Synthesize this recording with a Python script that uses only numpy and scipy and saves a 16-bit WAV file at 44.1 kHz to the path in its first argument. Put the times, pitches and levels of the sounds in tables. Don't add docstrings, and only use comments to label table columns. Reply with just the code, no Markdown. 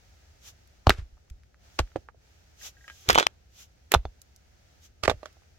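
import sys
import numpy as np
from scipy import signal
from scipy.fft import rfft, irfft
from scipy.io import wavfile

SR = 44100
rng = np.random.default_rng(int(sys.argv[2]) if len(sys.argv) > 2 else 0)


def to_wav(s):
    ch = np.atleast_2d(s).T
    pcm = np.round(np.clip(ch, -1, 1) * 32767)
    wavfile.write(sys.argv[1], SR, pcm.astype(np.int16))


N = 246078
T = np.arange(N) / SR


def from_db(db):
    return 10 ** (np.asarray(db) / 20)


def rms_one(x):
    return x / np.sqrt(np.mean(x ** 2) + 1e-20)


def unit_burst(x):
    return x / np.sqrt(np.sum(x ** 2) / (.003 * SR))


def colour(x, spectrum):
    hz, db = np.transpose(spectrum)
    size = x.shape[-1]
    bins = np.maximum(np.arange(size // 2 + 1) * SR / size, 1)
    gains = from_db(np.interp(np.log(bins), np.log(hz), db))
    return irfft(rfft(x) * gains, size)


def band(x, low_hz, high_hz, order=2):
    edges = [low_hz, np.clip(high_hz, 1.2 * low_hz, .45 * SR)]
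    return signal.sosfilt(signal.butter(order, edges, "band", fs=SR, output="sos"), x)


def two_ears(noises, side_db):
    return noises[0] + from_db(side_db) * noises[1] * np.array([[1], [-1]])


def stereo_noise(size, side_db):
    return two_ears(rng.standard_normal((2, size)), side_db)


def swell(t, rise, decay):
    return np.exp(np.minimum(t / rise, -t / decay))


def mode(hz, t60):
    t = T[:SR // 4]
    fading = from_db(-60 * t / t60) * (1 - np.exp(-t / .0005))
    return fading * np.sin(2 * np.pi * hz * t)


def add(out, s, sound):
    start = max(round(s * SR), 0)
    part = sound[..., :N - start]
    out[:, start:start + part.shape[-1]] += part


# in use from seconds, right ear later by ms, left minus right in dB,
# scatter off the rubble in dB, crushed grit against the crack in dB.
PLACES = [(0, 0.0056, 0.5, -12.5, -12), (1.7, 0.086, 0, -11.5, -1.5), (1.9, 0.051, -8, -9.5, 2.5),
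          (2.5, 0.11, 0, -3.5, -21), (3.0, 0.34, -3, -11, -6.5), (3.26, 0.38, 5, -53.5, -37),
          (3.8, -0.037, -3.5, -15, -11.5), (4.9, -0.11, -7, -12, -1)]


def place_at(s):
    return [row[1:] for row in PLACES if row[0] <= max(s, PLACES[0][0])][-1]


def placed(sound, s):
    lag_ms, pan_db = place_at(s)[:2]
    gains = from_db([pan_db / 2, -pan_db / 2])
    shift = round(lag_ms * SR / 2000)
    left, right = np.broadcast_to(sound, (2, sound.shape[-1]))
    return rms_one(gains)[:, None] * np.array([np.roll(left, -shift), np.roll(right, shift)])


# frequency in Hz, relative density in dB per Hz.
RUMBLE = [(5, -50), (20, -22.5), (40, -12.5), (60, -2.5), (73, -1.5), (100, -10.5), (150, -20), (300, -31),
          (1000, -68.5)]
# frequency in Hz, relative level in dB.
BACKGROUND = [(88, -29), (150, -4.5), (259, -9), (361, -5.5), (439, -6), (730, -5.5), (1140, -18),
              (1240, -10.5), (1720, -10.5), (3550, -15), (6260, -13), (9080, -27.5), (16000, -27)]
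# time in seconds, level in dB (only its swing about the median counts).
HISS = [(0.03, -69.5), (0.3, -69.5), (0.78, -71.5), (1.1, -75), (1.58, -77.5), (1.65, -66.5), (2.02, -72),
        (2.13, -80.5), (2.26, -70), (2.75, -70.5), (3.36, -74.5), (4.5, -72.5), (4.76, -70), (4.94, -76),
        (5.19, -69.5), (5.54, -72.5)]
BACKGROUND_DB, RUMBLE_DB = -66, -60
HISS_FOLLOWS, HISS_FROM_HZ = 1.05, 570


def hillside():
    rumble = from_db(RUMBLE_DB) * rms_one(colour(stereo_noise(N, -11.5), RUMBLE))
    background = from_db(BACKGROUND_DB) * rms_one(colour(stereo_noise(N, 0.77), BACKGROUND))
    low_pass = signal.butter(2, HISS_FROM_HZ, fs=SR, output="sos")
    low_air = signal.sosfiltfilt(low_pass, background)
    hiss = background - low_air
    level_db = np.interp(T, *np.transpose(HISS))
    swing_db = HISS_FOLLOWS * (level_db - np.median(level_db))
    return rumble + low_air + from_db(swing_db) * hiss


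# peak in seconds, level in dB, rise in seconds.
SWISHES = [(0.484, -46.5, 0.044), (1.765, -62, 0.036), (2.666, -39.5, 0.049), (3.03, -54.5, 0.18),
           (3.616, -49, 0.058), (4.856, -54, 0.035)]
# frequency in Hz, relative density in dB per Hz.
CLOTH = [(200, -8), (800, -5.5), (1800, -7), (3200, 1.5), (4500, -3), (6300, 5), (9000, -7), (12000, -3),
         (16000, -9.5)]
SWISH_DECAY_SHARE = 0.54
SWISH_ROUNDNESS = 1.7


def jacket():
    power = 1e-18
    for s, db, rise in SWISHES:
        away = np.maximum((s - T) / rise, (T - s) / (SWISH_DECAY_SHARE * rise))
        fall = np.minimum(np.abs(away) ** SWISH_ROUNDNESS, 20)
        power = power + from_db(db) ** 2 * np.exp(-2 * fall)
    return np.sqrt(power) * rms_one(colour(stereo_noise(N, 0.4), CLOTH))


# start in seconds, level in dB.
CLINKS = [(2.612, -48.5), (2.768, -56), (2.809, -53.5), (2.842, -48), (2.879, -35.5), (2.899, -40.5)]
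TOUCH_HZ, TOUCH_DB_PER_OCTAVE = 1590, 47
TOOL_FALLS_S, TOOL_RESTS_S = 3.08, 3.268
FALL_RATIO, FALL_DB = 3.6, -30
FALL_FOLLOWS = .5


def tool_strikes():
    lightest_db = min(db for _, db in CLINKS)
    rows = []
    for s, db in CLINKS:
        octaves_up = (db - lightest_db) / TOUCH_DB_PER_OCTAVE
        rows.append((s, db, TOUCH_HZ * 2 ** octaves_up))
    for s, db, hz, _ in KNOCKS:
        if TOOL_FALLS_S < s < TOOL_RESTS_S:
            rows.append((s, FALL_DB + FALL_FOLLOWS * db, FALL_RATIO * hz))
    return rows


# frequency in Hz, relative level in dB, t60 in seconds.
STEEL = [(1620, 0, .1), (1885, -1, .035), (2260, -9, .04), (2976, -5, .13), (3100, -2, .13),
         (3327, -2, .15), (3485, 0, .14), (3630, -5, .08), (3970, -6, .09), (5520, -8, .07),
         (6050, -5, .08), (6430, -2, .08), (6725, -1, .1)]


def tool(width_octaves=.4, uneven_db=3.0, damped_s=.002):
    out = np.zeros((2, N))
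    hz, mode_db, t60 = np.transpose(STEEL)
    shapes = mode(hz[:, None], t60[:, None])
    for s, db, favoured_hz in tool_strikes():
        reach = np.exp(-(np.log2(hz / favoured_hz) / width_octaves) ** 2)
        levels_db = db + mode_db + uneven_db * rng.standard_normal(len(hz))
        strengths = from_db(levels_db) * reach * rng.choice([-1, 1], len(hz))
        add(out, s, placed(strengths @ shapes, s))
    return out * np.exp(-np.clip((T - TOOL_RESTS_S) / damped_s, 0, 20))


# stone in play from seconds, frequency in Hz,
# level against the knock in dB, t60 in seconds.
STONE_MODES = [(.8, 247, -4, 0.018), (.8, 360.3, -10, 0.027), (1.7, 327, -21, .05), (1.7, 531, -22, .055),
               (1.7, 724, -18.5, .045), (3.9, 400, -15.5, 0.032), (3.9, 3490, -27.5, 0.05),
               (3.9, 6470, -36.5, 0.051), (5.0, 613, -12.5, 0.056), (5.0, 1154, -12, 0.02),
               (5.0, 2775, -32.5, 0.083), (5.0, 4380, -26.5, 0.024)]
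SETTLE_S = 0.3
RING_CEILING_DB = -12.5


def rings():
    out = np.zeros((2, N))
    for s, db, _, _ in KNOCKS:
        for thrown_s, hz, mode_db, t60 in STONE_MODES:
            if thrown_s <= s < thrown_s + SETTLE_S:
                ring = from_db(min(db, RING_CEILING_DB) + mode_db) * mode(hz, t60)
                add(out, s, placed(ring, s))
    return out


# peak in seconds, level in dB, decay in seconds.
SLIDES = [(.92, -40, 0.022), (.985, -48, .021), (1.803, -50, 0.018), (3.112, -29.5, 0.027),
          (3.192, -23, 0.02), (3.94, -31, 0.013), (5.053, -21.5, 0.005), (5.105, -35, 0.012),
          (5.275, -61, 0.045)]
# frequency in Hz, relative density in dB per Hz.
GRIT = [(150, -15.5), (350, 4), (650, -3.5), (1300, -1), (2200, -3), (3300, -7.5), (6500, -9), (9000, -6.5),
        (16000, -8.5)]
SLIDE_RISE_SHARE, SLIDE_TOP_HZ = 0.57, 5800
CRUSH_RISE_S, CRUSH_DECAY_S, CRUSH_TOP_HZ = 0.0019, 0.0069, 6800


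def grinding(grains_per_s=9000, size_db=5.0):
    out = np.zeros((2, N))
    t = T[:SR // 4] - .1
    shape = (2, len(t))
    events = []
    for s, _, _, crack_db in KNOCKS:
        events.append((s, crack_db + place_at(s)[3], CRUSH_RISE_S, CRUSH_DECAY_S, CRUSH_TOP_HZ))
    for s, db, decay in SLIDES:
        events.append((s, db, SLIDE_RISE_SHARE * decay, decay, SLIDE_TOP_HZ))
    for s, db, rise, decay, top_hz in events:
        sizes = from_db(size_db * np.minimum(rng.exponential(1, shape), 4))
        signed_sizes = sizes * rng.choice([-1, 1], shape)
        bursting = rng.random(shape) < grains_per_s / SR
        grains = two_ears(signed_sizes * bursting, -3.5)
        crunch = rms_one(band(colour(grains, GRIT), 170, top_hz))
        add(out, s + t[0], placed(from_db(db) * crunch * swell(t, rise, decay), s))
    return out


# start in seconds, level in dB, frequency in Hz.
THUDS = [(0.872, -8, 87), (.94, -33.5, 54.9), (0.986, -25.5, 72.03), (1.02, -35, 60.04),
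         (1.125, -44, 52.26), (1.309, -34.5, 58), (1.799, -18, 67.3), (1.956, -30, 108),
         (3.085, -23.5, 100), (3.129, -28.5, 63.8), (3.95, -25, 145), (3.96, -15, 72.35),
         (4.051, -28.5, 67.5), (5.036, -30, 79.2), (5.085, -22.5, 90.4), (5.14, -33, 79.4)]
THUD_CYCLES = .38
REBOUND_S, REBOUND_DB, REBOUND_PITCH = .028, -10.5, .66


def thuds(side_db=-15):
    out, t = np.zeros((2, N)), T[:SR // 4]
    rebounds = [(s + REBOUND_S, db + REBOUND_DB, hz * REBOUND_PITCH) for s, db, hz in THUDS]
    for s, db, hz in THUDS + rebounds:
        phase, age = 2 * np.pi * hz * t, t * hz / THUD_CYCLES
        envelope = from_db(db) * age * np.exp(1 - age)
        add(out, s, envelope * two_ears([np.sin(phase), np.cos(phase)], side_db))
    return out * from_db([[-.5], [.5]])


# frequency in Hz, relative level in dB.
RUBBLE = [(100, -6.5), (300, 6), (600, -1), (1200, -8), (3000, -0.5), (7000, -4.5), (16000, -1.5)]
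# frequency in Hz, relative level in dB.
HEAP = [(410, -3.5), (512, -0.5), (585, 0), (631, -0.5), (825, -1), (968, -3), (1192, -1), (1310, -2.5),
        (1568, -3), (1912, -5), (2275, -4)]


def scatter(sound, near_s=.008, far_s=0.068, far_db=-36, spray_db=1.0, heap_db=-10, heap_t60=0.028):
    t = T[:SR // 4]
    tails = np.exp(-t / near_s) + from_db(far_db) * np.exp(-t / far_s)
    fading = tails * (1 - np.exp(-t / .0008))
    spray = colour(stereo_noise(len(t), 0), RUBBLE) * fading
    heap = sum(from_db(db) * rng.choice([-1, 1]) * mode(hz, heap_t60) for hz, db in HEAP)
    spray = from_db(spray_db) * spray / np.sqrt(np.sum(spray ** 2) / 2)
    heap = from_db(heap_db) * heap / np.sqrt(np.sum(heap ** 2))
    return signal.fftconvolve(sound[None], spray + heap, axes=-1)


# start in seconds, level in dB, lowest pitch in Hz.
SNAPS = [(0.6743, -55, 4000), (1.3, -48, 1500), (4.2167, -40.5, 5540), (4.362, -46, 5000),
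         (5.3284, -57.5, 3000)]
SNAP_TOP_HZ, SNAP_DECAY_S = 13600, 0.0028


def snaps(scatter_db=-12):
    out, t = np.zeros((2, N)), T[:SR // 40]
    for s, db, low_hz in SNAPS:
        burst = stereo_noise(len(t), -2) * np.exp(-t / SNAP_DECAY_S)
        tick = from_db(db) * unit_burst(band(burst, low_hz, SNAP_TOP_HZ))
        add(out, s, placed(tick, s))
        add(out, s, from_db(scatter_db) * placed(scatter(tick.mean(0)), s))
    return out


# time in seconds, knock level in dB, knock pitch in Hz, crack level in dB.
KNOCKS = [(0.8704, -1, 845, -22), (0.8953, -4, 680, -11), (0.905, -1.5, 1550, -23.5),
          (1.435, -51, 1900, -63.5), (1.5446, -46.5, 1500, -71.5), (1.7915, -12.5, 1110, -21),
          (1.795, -9.5, 786, -37), (1.9604, -14.5, 570, -46.5), (2.088, -30, 1150, -72),
          (2.1465, -49.5, 506, -84), (2.8805, -31, 1930, -50.5), (2.9, -31.5, 1850, -50.5),
          (3.0896, -17.5, 1700, -14), (3.0993, 0.5, 990, -21.5), (3.1036, -5, 1490, -11.5),
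          (3.1299, -21, 2760, -25), (3.1474, -11, 2580, -25.5), (3.1531, -7.5, 2320, -22.5),
          (3.1576, -1, 924, -26), (3.1788, -2, 870, -20), (3.1855, 3, 1100, -14.5),
          (3.199, -14, 1110, -15.5), (3.2088, -13, 700, -38.5), (3.228, -12.5, 1220, -29),
          (3.2679, -5.5, 1057, -18.5), (3.269, -2, 2340, -21.5), (3.9194, -7.5, 3050, -15.5),
          (3.9404, -1.5, 780, -12.5), (3.945, -8.5, 2240, -19), (3.949, 2.5, 902, -31),
          (4.0539, -21.5, 688, -45.5), (5.037, -16.5, 1150, -23), (5.0793, -5.5, 1780, -28.5),
          (5.081, -3, 577, -30.5), (5.098, -7.5, 636, -22), (5.1144, -14.5, 595, -44),
          (5.2318, -28, 696, -52.5), (5.258, -29, 1140, -42)]
# start in seconds, level at the start in dB.
SETTLING = [(1.0, -47), (1.85, -45), (4.0, -64.5), (5.3, -46.5)]
TICKS_PER_S, TICK_FADE_DB_PER_S = 9, 43
TICK_HZ, TICK_CRACK_DB = 1270, -33
CHATTER_S, CHATTER_DB = .0085, -9.5


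def contacts():
    rows = list(KNOCKS)
    for (s, db, hz, crack_db), late in zip(KNOCKS, rng.uniform(.8, 1.2, len(KNOCKS))):
        loss_db = CHATTER_DB + place_at(s)[2]
        rows.append((s + CHATTER_S * late, db + loss_db, hz, crack_db + loss_db))
    for s, db in SETTLING:
        for when, pitch in rng.random((round(TICKS_PER_S * SETTLE_S), 2)):
            delay = SETTLE_S * when
            tick_db = db - TICK_FADE_DB_PER_S * delay
            rows.append((s + delay, tick_db, TICK_HZ * 2 ** (2 * pitch - 1), tick_db + TICK_CRACK_DB))
    return [row for row in rows if row[0] < T[-1]]


def pulse(t, hz, cycles):
    age = np.maximum(t * hz / cycles + 2, 0)
    return (age / 2) ** 2 * np.exp(2 - age) * np.sin(2 * np.pi * hz * t)


def splinters(chips, crack_db, splinter_db=-13, growth=1.8, usual_db=-19.0):
    snap = band(chips, 8000, 15000)
    level_db = splinter_db + usual_db + growth * (crack_db - usual_db)
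    return from_db(level_db) * unit_burst(snap)


OVERTONE_RATIO, OVERTONE_DB, OVERTONE_LEAD_S = 2.8, -1, .0008


def knocks(cycles=0.26, crack_gain_db=1, crack_s=0.00077, crack_low_hz=2500, crack_top_hz=5800,
           crack_follows=0.75, usual_hz=1000):
    out, lead = np.zeros((2, N)), SR // 200
    t = T[:SR // 40] - lead / SR
    for s, db, hz, crack_db in contacts():
        body = from_db(db) * pulse(t, hz, cycles)
        overtone_db = (db + crack_db) / 2 + OVERTONE_DB
        overtone = from_db(overtone_db) * pulse(t + OVERTONE_LEAD_S, OVERTONE_RATIO * hz, cycles)
        chips = stereo_noise(len(t), -6.0) * swell(t + 0.00021, 0.00012, crack_s)
        top_hz = crack_top_hz * (hz / usual_hz) ** crack_follows
        crack = from_db(crack_db + crack_gain_db) * unit_burst(band(chips, crack_low_hz, top_hz))
        hit = body + overtone + crack + splinters(chips, crack_db)
        add(out, s + t[0], placed(hit, s))
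        echoes = placed(scatter(hit.mean(0)), s)
        add(out, s + t[0], from_db(place_at(s)[2]) * echoes)
    return out


# frequency in Hz, level in dB.
MICROPHONE = [(20, 0.5), (820, -1), (1030, -4), (1250, 1.5), (6800, -0.5), (8000, -4), (9500, -9),
              (11000, -4), (13000, -3), (16000, -5)]


def scene():
    stones = knocks() + snaps() + thuds() + grinding() + rings()
    close = stones + tool() + jacket()
    return colour(close, MICROPHONE) + hillside()


CUTOFF_HZ = 16900


def record(dry):
    rounded = dry / (1 + (dry / .86) ** 6) ** (1 / 6)
    top_cut = signal.cheby2(18, 70, CUTOFF_HZ, fs=SR, output="sos")
    return signal.sosfilt(top_cut, rounded)


dry = scene()
out = record(dry)
to_wav(out)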